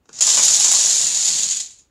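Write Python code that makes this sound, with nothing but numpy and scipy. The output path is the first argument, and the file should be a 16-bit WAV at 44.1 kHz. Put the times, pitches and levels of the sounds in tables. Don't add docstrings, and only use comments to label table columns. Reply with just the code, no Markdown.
import sys
import numpy as np
from scipy import signal
from scipy.io import wavfile
from scipy.ndimage import uniform_filter1d

SR = 44100
rng = np.random.default_rng(int(sys.argv[2]) if len(sys.argv) > 2 else 0)


def transcribe(signal):
    frames = np.atleast_2d(signal).T
    limited = np.clip(frames, -1, 1)
    pcm = np.round(limited * 32767).astype(np.int16)
    wavfile.write(sys.argv[1], SR, pcm)


N = 83790
T = np.arange(N) / SR


def amp(db):
    return 10 ** (np.asarray(db) / 20)


def value_at(points, hz):
    pitch_hz, value = np.transpose(points)
    return np.interp(np.log(hz + 1), np.log(pitch_hz + 1), value)


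def loudness(points):
    return amp(np.interp(T, *np.transpose(points)))


def colour(x, tone, size=4096):
    gain = amp(value_at(tone, abs(np.fft.fftfreq(size, 1 / SR))))
    gain = np.maximum(gain / np.sqrt(np.mean(gain ** 2)), 1e-5)
    spectrum = np.exp(np.conj(signal.hilbert(np.log(gain))))
    response = np.fft.ifft(spectrum).real
    return signal.fftconvolve(x, response[:size // 2])[:N]


def contacts(per_s, scatter_db, size=N):
    hits = rng.random(size) < per_s / SR
    strength = amp(scatter_db * np.minimum(rng.exponential(1, size), 4))
    clicks = hits * strength * rng.choice([-1, 1], size)
    power = abs(uniform_filter1d(clicks ** 2, 450))
    return clicks / np.sqrt(power + 1e-4)


def flurries(rows, per_s, scatter_db, rise_s=0.00035):
    out = np.zeros(N)
    for start_s, level_db, decay_s in rows:
        clicks = contacts(per_s, scatter_db, size=N // 4)[:np.sum(T < 6 * decay_s)]
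        t = T[1:len(clicks) + 1]
        clicks[0] = np.sqrt(SR / per_s)
        clicks *= np.exp(-t / decay_s) * np.minimum(t / rise_s, 1) ** .5
        clicks *= amp(level_db) * np.sqrt(decay_s * SR / 2) / np.linalg.norm(clicks)
        part = out[round(start_s * SR):][:len(clicks)]
        part += clicks[:len(part)]
    return out


def release():
    # start_s, level_db, decay_s
    taps = [(.056, -52, 0.0037), (.090, -38.5, 0.0021), (.0925, -34.5, 0.0023)]
    # pitch_hz, level_db
    tap_tone = [(150, -9.5), (420, 3.5), (620, -0.5), (950, 2.5), (1500, -1.5), (2100, -11), (3500, -9.5),
                (6500, -9.5), (8000, -19), (10000, -30), (14000, -44.5)]
    return colour(flurries(taps, per_s=5400, scatter_db=2), tap_tone)


def ringing_sticks(clicks, count=500, size=1500, size_spread=0.244, tick_db=20):
    # pitch_hz, level_db, ring_s (time to fall 60 dB)
    stick_notes = [(747, -10, 0.037), (2052, -10, 0.027), (3007, -7, 0.019), (4056, -5.5, 0.024),
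                   (5475, -9, .018), (6836, -3.5, 0.023), (9047, 0.5, .014), (11590, 4, 0.0086)]
    pitch_hz, level_db, ring_s = np.transpose(stick_notes)[:, :, None]
    which_stick = rng.integers(0, count, N)
    t, rings = T[:size], []
    fade = amp(level_db - 60 * t / ring_s)
    for k in range(count):
        size_shift = np.exp(size_spread * (2 * k / count - 1))
        own_hz = pitch_hz * size_shift * rng.uniform(.9, 1.1, pitch_hz.shape)
        signs = rng.choice([-1, 1], pitch_hz.shape)
        ring = (fade * signs * np.sin(2 * np.pi * own_hz * t)).sum(0)
        ring[0] += amp(tick_db)
        rings.append(ring / np.linalg.norm(ring))
    out = np.zeros(N + size)
    for at in np.flatnonzero(clicks):
        out[at:at + size] += clicks[at] * rings[which_stick[at]]
    return out[:N]


def clatter():
    # time_s, level_db
    steady_levels = [(0, -96), (.055, -75), (.125, -54), (.14, -40), (.204, -34), (.212, -18), (.32, -16),
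                     (.41, -17), (.46, -15.5), (.58, -17), (.78, -17), (.93, -17.5), (1.05, -18.5),
                     (1.11, -21), (1.3, -19.5), (1.44, -21), (1.47, -25), (1.53, -25), (1.61, -31.5),
                     (1.68, -45.5), (1.81, -60), (1.9, -85.5)]
    # start_s, level_db, decay_s
    bunches = [(.1295, -30, 0.0014), (.187, -23.5, 0.0045), (.207, -10.5, 0.01), (.220, -7, 0.0033),
               (.230, -24, .012), (.267, -13, 0.013), (.289, -12, 0.025), (.344, -10, 0.0046),
               (.369, -12, 0.017), (.427, -11.5, 0.013), (.440, -14, 0.012), (.479, -11, 0.0096),
               (.485, -15, 0.0059), (.533, -12.5, 0.019), (.547, -17, 0.0061), (.599, -12, 0.02),
               (.641, -9.5, 0.016), (.681, -15.5, 0.0076), (.709, -16.5, 0.021), (.747, -13.5, 0.018),
               (.787, -14, 0.0078), (.802, -14, 0.015), (.839, -16, 0.013), (.854, -18.5, 0.017),
               (.894, -15.5, 0.032), (.954, -20, 0.0052), (1.018, -18.5, 0.018), (1.066, -17, .005),
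               (1.144, -17.5, 0.021), (1.170, -23, 0.015), (1.222, -20, .008), (1.251, -15, 0.017),
               (1.276, -15.5, 0.025), (1.361, -20, 0.0067), (1.381, -20.5, 0.02), (1.425, -18.5, 0.019),
               (1.487, -21, 0.017), (1.508, -19, 0.022), (1.566, -19.5, 0.0099), (1.597, -19, 0.0051),
               (1.603, -18, 0.0073), (1.659, -34.5, .01), (1.704, -41, 0.023), (1.786, -46, .014)]
    # pitch_hz, level_db
    slipping_tone = [(200, -22), (600, -13.5), (1500, -11.5), (3000, -11.5), (5000, -1.5), (6800, -1),
                     (8500, -13.5), (10500, -25), (13000, -36), (15500, -39.5)]
    boards_tone = [(150, -38), (400, -19.5), (700, -18), (1500, -14.5), (2500, -13.5), (3700, -4),
                   (5200, -0.5), (6400, 1), (7500, -1), (8500, -8), (10000, -13.5), (11500, -22.5),
                   (13000, -28), (15500, -34)]
    rug_tone = [(150, -40), (400, -18.5), (750, -17.5), (1200, -16), (2400, -10), (3700, -2), (4600, 3),
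                (5600, -2), (6700, 3), (7500, 0.5), (8500, -7), (10500, -14.5), (12700, -27.5),
                (15500, -32)]
    settling_tone = [(150, -41), (500, -27.5), (1300, -18.5), (2200, -12.5), (3500, -4.5), (4500, 0.5),
                     (5600, -3), (7000, 2.5), (8300, -6), (10500, -18.5), (12700, -29.5), (15500, -37)]
    steady = loudness(steady_levels) * contacts(per_s=2400, scatter_db=3)
    bursts = flurries(bunches, per_s=3000, scatter_db=2.5, rise_s=.003)
    wood = ringing_sticks(steady + bursts)
    sprung = np.where(T > .21, 1, 0)
    on_rug = np.interp(T, [.77, 1.4], [0, 1])
    settling = np.interp(T, [1.42, 1.53], [0, 1])
    return ((1 - sprung) * colour(wood, slipping_tone)
            + (sprung - on_rug) * colour(wood, boards_tone)
            + (on_rug - settling) * colour(wood, rug_tone)
            + settling * colour(wood, settling_tone))


def cracks(decay_s=0.0023):
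    # start_s, level_db
    hits = [(.207, -16.5), (.345, -22), (0.409, -20), (.453, -9), (.505, -11.5), (.565, -13), (0.616, -22),
            (.716, -8), (0.722, -11), (.734, -11), (0.874, -19), (.958, -17), (1.026, -22.5), (1.068, -22),
            (1.562, -30)]
    # pitch_hz, level_db
    crack_tone = [(300, -32.5), (900, -14.5), (2500, -20), (4500, -17), (7000, 5.5), (9000, 2),
                  (11500, -7.5), (13500, -19), (15500, -20)]
    rows = [(start_s, level_db, decay_s) for start_s, level_db in hits]
    blows = flurries(rows, per_s=1800, scatter_db=1)
    return colour(ringing_sticks(blows), crack_tone)


def floorboards():
    # start_s, level_db, decay_s
    landings = [(.208, -40, .012), (.272, -32, .03), (.339, -33, .01), (.374, -24, .014),
                (.384, -33, 0.0087), (.393, -25.5, .01), (.43, -41, .025), (.501, -34, .012),
                (.564, -38, .006), (.618, -38.5, .008), (.645, -32, .04), (.716, -30.5, 0.022),
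                (.735, -32, 0.027), (1.003, -44, 0.03)]
    # time_s, level_db
    thud_levels = [(0, -79), (.1, -61), (.19, -56.5), (.25, -53), (.4, -50.5), (.55, -49.5), (.8, -52),
                   (1.05, -50), (1.17, -55.5), (1.35, -48.5), (1.53, -55.5), (1.7, -71), (1.9, -81.5)]
    # pitch_hz, level_db
    slap_tone = [(100, -18.5), (230, -9), (450, -10.5), (610, -1), (850, 1.5), (1100, -0.5), (1500, -7.5),
                 (2200, -4), (4000, -7.5), (8000, -20), (15000, -49.5)]
    thud_tone = [(25, -42.5), (48, -23), (62, -21.5), (95, -13.5), (130, 1.5), (175, -4), (240, -2),
                 (400, -11), (900, -35.5), (4000, -63)]
    slaps = colour(flurries(landings, per_s=1200, scatter_db=2), slap_tone)
    thuds = loudness(thud_levels) * colour(contacts(per_s=300, scatter_db=3), thud_tone)
    return amp(2) * slaps + thuds


def room(x, echo_count=8, echo_s=.009, echo_db=-7.5, tail_db=-5.5):
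    # pitch_hz, ring_s (time to fall 60 dB)
    ring_times = [(150, 0.42), (1000, 0.47), (4000, 0.32), (8000, 0.23), (14000, 0.27)]
    t = T[:SR // 2]
    hz, time_s, noise = signal.stft(rng.standard_normal(len(t)), SR, nperseg=256)
    fade = amp(-60 * time_s / value_at(ring_times, hz)[:, None])
    tail = signal.istft(noise * fade, SR)[1][:len(t)] * np.minimum(t / echo_s, 1)
    echoes = np.zeros(len(t))
    signs = rng.choice([-1, 1], echo_count)
    delays = (SR * echo_s * rng.uniform(.05, 1, echo_count)).astype(int)
    echoes[delays] = signs / np.sqrt(echo_count)
    response = amp(tail_db) * tail / np.linalg.norm(tail) + amp(echo_db) * echoes
    return x + signal.fftconvolve(x, response)[:N]


def scene(places=6, rounds_per_s=7):
    # pitch_hz, level_db
    hush_tone = [(25, -7.5), (60, 8.5), (130, -3), (400, -3.5), (800, -11), (3000, -20.5), (7000, -33.5),
                 (15000, -31)]
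    sound = amp(-5.5) * (clatter() + cracks()) + amp(-2) * floorboards() + amp(-3) * release()
    position = T * rounds_per_s * places
    heard = np.zeros(N)
    for place in range(places):
        distance = abs((position - place + 1) % places - 1)
        heard += room(sound * np.maximum(1 - distance, 0))
    heard += amp(-67) * colour(rng.standard_normal(N), hush_tone)
    return np.array([heard, heard])


def record(dry, ring_hz=6895, width_hz=825, boost_db=8.5, ceiling=.85, top_hz=15800):
    ring = signal.lfilter(*signal.iirpeak(ring_hz, ring_hz / width_hz, SR), dry)
    bright = dry + (amp(boost_db) - 1) * ring
    rounded = bright / (1 + abs(bright / ceiling) ** 8) ** (1 / 8)
    low_pass = signal.firwin(511, top_hz, window=("kaiser", 9), fs=SR)
    return signal.oaconvolve(rounded, low_pass[None], "same")


dry = scene()
out = record(dry)
transcribe(out)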